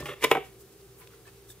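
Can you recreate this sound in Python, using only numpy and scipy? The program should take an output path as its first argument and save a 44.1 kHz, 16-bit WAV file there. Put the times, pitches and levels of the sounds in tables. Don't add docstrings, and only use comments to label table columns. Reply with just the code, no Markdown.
import sys
import numpy as np
from scipy import signal
from scipy.io import wavfile

SR = 44100
rng = np.random.default_rng(int(sys.argv[2]) if len(sys.argv) > 2 else 0)


def wav_record(signal):
    frames = np.transpose(np.atleast_2d(signal))
    bounded = np.clip(frames, -1, 1)
    quanta = np.round(bounded * 32767).astype(np.int16)
    wavfile.write(sys.argv[1], SR, quanta)


def linear_from_db(decibels):
    return 10 ** (np.asarray(decibels, float) / 20)


N = 70560

# f/Hz, level/dB, t60/s
BENCH_FREE = [(404.7, -10, 0.28), (452, 3.5, 0.042), (556, -6, 0.018), (770, 0, 0.067), (1036, 3, 0.017),
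              (1268, 0.5, 0.02), (1530, -7, 0.042), (1910, -2, 0.024), (2233, -3, .04), (2345, -12, 0.063),
              (2530, -26, 0.02), (2900, -6.5, 0.024), (3240, -21, .025)]
# f/Hz, level/dB, t60/s
BENCH_HELD = [(330, -1.5, 0.026), (455, 3.5, 0.03), (620, -4, 0.018), (1036, -1.5, 0.026),
              (1218, -0.5, 0.019), (1470, -15.5, 0.053), (1817, -5.5, 0.061), (2040, 1, .025),
              (2305, 0, 0.024), (2590, -11, 0.017), (2850, -4, .02), (3320, -7.5, 0.065),
              (3540, -5.5, .035)]
# f/Hz, level/dB, t60/s
BENCH_SLID = [(408, -4.5, 0.089), (499, -4.5, 0.076), (582, -7, 0.12), (828, -12.5, 0.18),
              (1145, -6.5, .04), (1222, -6, 0.037), (1384, -6, .04), (1820, 1, 0.02), (2103, -5.5, .04),
              (2380, -8, 0.023), (2670, -5.5, 0.041), (2900, -18, 0.02), (3300, -1, 0.022)]
LIFT_S, DROP_S = 0.18, 0.3


def evened(x):
    return x / np.sqrt(np.mean(x ** 2) + 1e-20)


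def read(points, hz):
    f, value = np.transpose(points)
    return np.interp(np.log(hz + 1), np.log(f + 1), value)


def add(mix, s, sound):
    part = mix[..., max(round(s * SR), 0):][..., :sound.shape[-1]]
    part += sound[..., :part.shape[-1]]


def ring(modes, colour_db):
    hz, db, t60 = np.transpose(modes)[:, :, None]
    t = np.arange(12000) / SR
    decay = linear_from_db(db + colour_db[:, None] - 60 * t / t60)
    return (decay * np.sin(2 * np.pi * hz * t)).sum(0)


def noise(shape_db, same):
    a, b, c, d = rng.standard_normal((N // 512 + 5, 1025, 4)).T
    same = np.clip(same, 0, 1)[:, None]
    left = a + 1j * b
    right = same * left + np.sqrt(1 - same ** 2) * (c + 1j * d)
    spectrum = np.array([left, right]) * linear_from_db(shape_db)[:, None]
    return evened(signal.istft(spectrum, nperseg=2048, noverlap=1536)[1][:, :N])


def background():
    # f/Hz, level/dB per Hz
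    air = [(15, -57), (25, -58), (49, -8.5), (124, -3.5), (282, -14), (305, -14.5), (390, 0), (440, -5),
           (1000, -37), (1300, -45), (2200, -120)]
    # f/Hz, level/dB per Hz
    hiss = [(410, -94), (700, 1), (933, -4), (1130, -2), (1960, -6), (8900, -6.5), (15800, -6.5)]
    # f/Hz, likeness/1
    likeness = [(60, 0.84), (180, 0.9), (550, 0.84), (1650, 0.61), (4970, 0.35), (15000, -0.59)]
    # f/Hz, level/dB rms, bandwidth/Hz
    hum = [
        (59.2, -65, 2),
        (118.4, -65, 6),
        (321, -70, 6),
        (393, -60.5, 3),
        (462, -71, 6),
    ]
    air_db, hiss_db = -57.5, -58
    hz, t = np.fft.rfftfreq(2048, 1 / SR), np.arange(N) / SR
    same = read(likeness, hz)
    air_tilt = -30 * np.log2(np.maximum(hz / 1000, 1))
    hiss_tilt = 12 * np.log2(np.clip(hz / 700, .001, 1))
    out = linear_from_db(air_db) * noise(read(air, hz) + air_tilt, same)
    out += linear_from_db(hiss_db) * noise(read(hiss, hz) + hiss_tilt, same)
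    for f, db, width in hum:
        r = np.exp(-np.pi * width / SR)
        drift = signal.lfilter([1], [1, -r], rng.standard_normal((N + SR, 2)) @ [1, 1j])[SR:]
        phasor = drift / np.std(drift) + 1.6
        out += linear_from_db(db) * evened((phasor * np.exp(2j * np.pi * f * t)).real)
    return out


def rustle():
    # centre t/s, length/s, level/dB, low edge f/Hz
    swells = [(.0, 0.05, -45.5, 1450), (0.066, 0.038, -47, 4760), (0.241, 0.034, -36, 4150),
              (0.314, 0.031, -42.5, 5770), (0.46, 0.037, -56.5, 5200), (0.612, 0.031, -53, 7400),
              (0.728, 0.025, -60.5, 5100), (0.812, 0.016, -60.5, 3880), (0.999, 0.034, -51.5, 8700),
              (1.023, 0.052, -55.5, 980), (1.074, 0.0049, -52, 2000), (1.14, 0.064, -60, 1010),
              (1.281, 0.037, -55.5, 720), (1.37, 0.12, -66, 2020), (1.508, 0.037, -49, 6700)]
    out, t = np.zeros((2, N)), np.arange(N) / SR
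    grain = rng.standard_normal((3, N))
    for s, length, db, hz in swells:
        sos = signal.butter(2, np.clip(hz, 100, 12000), "high", fs=SR, output="sos")
        pole = np.clip(.9 - hz / 12000, 0, .9)
        soft = signal.lfilter([1], [1, -pole], grain[:2] + 0.42 * grain[2])
        swell = np.exp(-.5 * ((t - s) / (0.42 * length)) ** 2)
        out += linear_from_db(db) * swell * evened(signal.sosfilt(sos, soft))
    return out


def fingers():
    # t/s, level/dB, f/Hz, t60/s
    ticks = [(0.00395, -43, 1780, 0.17), (.124, -34.5, 1868, 0.016), (.026, -35.5, 1080, 0.036),
             (.316, -24, 11800, 0.066), (.332, -37, 2900, 0.0081), (.284, -44, 2250, 0.12),
             (1.2, -61.5, 730, .25), (1.012, -53.5, 1008, 0.18), (1.018, -48.5, 2200, 0.035),
             (1.073, -42.5, 2550, 0.014), (1.0735, -42, 3500, 0.008), (1.106, -47, 1240, 0.013),
             (1.135, -49, 1380, 0.031), (1.254, -52, 1720, 0.072), (1.276, -50, 1780, 0.051),
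             (1.273, -56, 1130, 0.045), (1.278, -50, 2550, .04), (1.491, -54, 3660, 0.11),
             (1.503, -44, 3590, 0.031), (1.504, -38, 7870, 0.017), (1.518, -57, 11900, .03),
             (1.492, -49, 9100, 0.066), (1.27, -48, 8200, .06), (1.501, -50, 1700, 0.04),
             (1.519, -51, 3480, 0.04)]
    out, t = np.zeros(N), np.arange(4000) / SR
    for s, db, hz, t60 in ticks:
        overtone = 0.2 * np.sin(2 * np.pi * 2.3 * hz * t) * linear_from_db(-60 * t / t60)
        tone = np.sin(2 * np.pi * hz * t) + overtone
        add(out, s, linear_from_db(db - 60 * t / t60) * np.minimum(t / 0.00078, 1) * tone)
    return out


def drag():
    # t/s, pressure level/dB
    pressure = [(0, -44), (.056, -52), (.058, -33), (.085, -41), (.088, -34), (.138, -41), (.148, -54),
                (.2, -54), (.212, -47), (.226, -35), (.245, -28), (.265, -42), (.3, -46), (.3125, -39),
                (.318, -30), (.345, -39), (.385, -42), (.56, -72)]
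    grit_per_s, grit_spread_db, grit_steel_db = 7200, -0.5, -14.5
    s, db = np.transpose(pressure)
    t = np.arange(N) / SR
    size = linear_from_db(grit_spread_db * np.minimum(rng.exponential(1, (2, N)), 3))
    grit = size * rng.standard_normal((2, N)) * (rng.random((2, N)) < grit_per_s / SR)
    sliding, released = t < LIFT_S, t >= DROP_S
    rub = np.zeros(N)
    for modes, during in ((BENCH_SLID, sliding), (BENCH_HELD, ~sliding & ~released), (BENCH_FREE, released)):
        shortened = np.array(modes) * [1, 1, .6]
        damped = signal.lfilter([1, -.7], [1], ring(shortened, np.zeros(len(modes))))
        rub += during * evened(signal.oaconvolve(grit[0], damped)[:N])
    level = linear_from_db(np.interp(t, s, db, right=-120))
    blades_touch = np.clip((.39 - t) / 0.031, 0, 1)
    return rub * level, linear_from_db(grit_steel_db) * evened(grit) * level * blades_touch


def slaps():
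    # t/s, level/dB, f/Hz
    swings = [
        (.0903, -30, 650),
        (.3171, -8, 760),
        (.3540, -14, 680),
        (.3722, -21, 600),
    ]
    width_s = .0007
    out, t = np.zeros(N), np.arange(-4 * width_s, 4 * width_s, 1 / SR)
    for s, db, hz in swings:
        swing = np.exp(-.5 * (t / width_s) ** 2) * np.sin(2 * np.pi * hz * t)
        add(out, s + t[0], -linear_from_db(db) * swing)
    return out


def knocks(bench_high_hz):
    # t/s, level/dB, contact time/ms, steel tick level/dB
    blows = [(.005, -23, 1, -17), (0.0276, -31.5, 0.33, -27), (0.0356, -26, 0.97, -22),
             (0.0569, -28.5, 0.033, -16.5), (0.0603, -30, 0.17, -30), (0.068, -36, .15, -35),
             (0.0882, -34.5, 0.083, -30), (.090, -28, 0.18, -30), (.102, -39, 0.12, -30),
             (.1125, -45, 0.089, -30), (0.125, -46, 0.18, -30), (0.21, -40, 0.11, -18),
             (.2255, -24, 0.11, -25), (0.2328, -20, 0.14, -24), (0.2396, -14.5, 0.054, -10.5),
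             (0.2415, -14, 0.19, -24), (0.2436, -9.5, 0.25, -11.5), (0.2457, -11.5, 0.073, -23),
             (0.2486, -12, 0.21, -30), (0.262, -39, 0.25, -30), (0.2697, -22, 0.37, -34),
             (0.3131, -10, 0.13, -17), (0.3141, -9, 0.083, -17.5), (0.3161, -6.5, 0.22, -25.5),
             (0.3177, -27, 0.071, -22), (.323, -23, 0.1, -14), (0.3269, -21, 0.09, -26),
             (0.332, -33, 0.046, -29), (.350, -24, 0.056, -23), (0.3523, -12.5, 0.29, -33.5),
             (0.3586, -17.5, 0.24, -44), (.369, -22, 0.19, -34), (0.3702, -17, 0.31, -30),
             (.377, -17, 0.44, -38)]
    # f/Hz, level/dB, t60/s
    blades = [(4750, -8, .012), (5250, -2, .015), (7100, -4, .012), (8400, -6, .01), (9600, -6, .01),
              (11000, -5, .01), (12800, -4, .01)]
    # f/Hz, level/dB, t60/s
    frame = [
        (73, -72, 0.072),
        (147, -27.5, 0.17),
    ]
    # f/Hz, level/dB, t60/s
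    pushed = [
        (74.6, -3, 0.046),
        (150, -3, 0.12),
        (295, -4, 0.04),
        (390, -7, 0.056),
        (454, 4.5, 0.0084),
    ]
    spot_db = 1.5
    crack_db, crack_s, crack_hz = -0.5, 0.00025, 600
    crunch_db, crunch_s = 7, .0035
    shove_db, shove_s = -35.5, 0.044
    (bench, legs), steel = np.zeros((2, N)), np.zeros((2, N))
    modes_n = len(BENCH_FREE)
    spots = rng.standard_normal((len(blows), modes_n + len(blades) + 2000))
    t = np.arange(1000) / SR
    band = signal.butter(2, [1900, bench_high_hz], "band", fs=SR, output="sos")
    crack = linear_from_db(crack_db) * np.sin(2 * np.pi * crack_hz * t) * np.exp(-t / crack_s)
    frame_blow = np.convolve(np.hanning(150) / 75, ring(frame, np.zeros(2)))
    for (s, db, ms, tick_db), spot in zip(blows, spots):
        push = np.hanning(np.clip(round(ms * SR / 1000 * 2), 4, 80))
        modes = BENCH_SLID if s < LIFT_S else BENCH_HELD if s < DROP_S else BENCH_FREE
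        body = linear_from_db(-11.5) * ring(modes, spot_db * spot[:modes_n])
        body[:1000] += crack
        body[:1000] += linear_from_db(crunch_db) * signal.sosfilt(band, spot[-1000:]) * np.exp(-t / crunch_s)
        add(bench, s, linear_from_db(db) * np.convolve(push / push.sum(), body))
        add(legs, s, linear_from_db(db) * frame_blow)
        add(steel, s, linear_from_db(db + tick_db - 3.0) * ring(blades, spot_db * spot[modes_n:-2000])[None])
        add(steel, s, linear_from_db(db + tick_db + 2) * spot[-2000:].reshape(2, -1) * np.exp(-t / 0.0029))
    shove = rng.standard_normal(N) * np.exp(-np.arange(N) / SR / shove_s)
    legs += linear_from_db(shove_db) * signal.oaconvolve(shove, ring(pushed, np.zeros(len(pushed))))[:N] / 20
    return bench, steel, legs


def room(x):
    # f/Hz, t60/s
    decay_times = [(130, 0.52), (400, 0.26), (1000, 0.24), (3000, 0.35), (8000, 0.26)]
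    taps = np.zeros((2, SR // 2))
    at = np.arange(200, SR // 2 - 20, 20)
    at = at + rng.integers(0, 20, (2, len(at)))
    np.put_along_axis(taps, at, rng.choice([-1., 1.], at.shape), 1)
    taps[1] = .5 * taps[0] + .85 * taps[1]
    hz, t, z = signal.stft(taps, SR, nperseg=256)
    decay = linear_from_db(-60 * t / read(decay_times, hz)[:, None])
    tail = signal.istft(z * decay, SR, nperseg=256)[1]
    return signal.fftconvolve(x[None], tail / np.linalg.norm(tail[0]), axes=1)[:, :N]


def scene():
    room_db, steel_left_db, bench_left_db = -13, 2.5, -1.3
    bench_low_hz, bench_high_hz = 324, 3600
    bench, steel, legs = knocks(bench_high_hz)
    rub, scrape = drag()
    bench = signal.sosfilt(signal.butter(3, bench_low_hz, "high", fs=SR, output="sos"), bench + rub)
    bench = signal.sosfilt(signal.butter(6, bench_high_hz, fs=SR, output="sos"), bench)
    bench = bench + fingers() + slaps()
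    bench = bench + signal.sosfilt(signal.butter(2, 55, "high", fs=SR, output="sos"), legs)
    steel = signal.sosfilt(signal.butter(4, [4300, 14800], "band", fs=SR, output="sos"), steel + scrape)
    direct = bench * linear_from_db([[bench_left_db], [0]]) + steel * linear_from_db([[steel_left_db], [-steel_left_db]])
    return direct + linear_from_db(room_db) * room(bench + steel[0]) + rustle() + background()


def roll_off(x):
    return signal.sosfilt(signal.butter(12, 15830, fs=SR, output="sos"), x)


def record(dry):
    left_lag, edge_hz = -2, 15700
    dry = np.array([np.roll(dry[0], left_lag), dry[1]])
    lowpass = signal.firwin(801, edge_hz, window=("kaiser", 8), fs=SR)
    mix = signal.oaconvolve(dry, lowpass[None], "same")
    return roll_off(mix)


dry = scene()
out = record(dry)
wav_record(out)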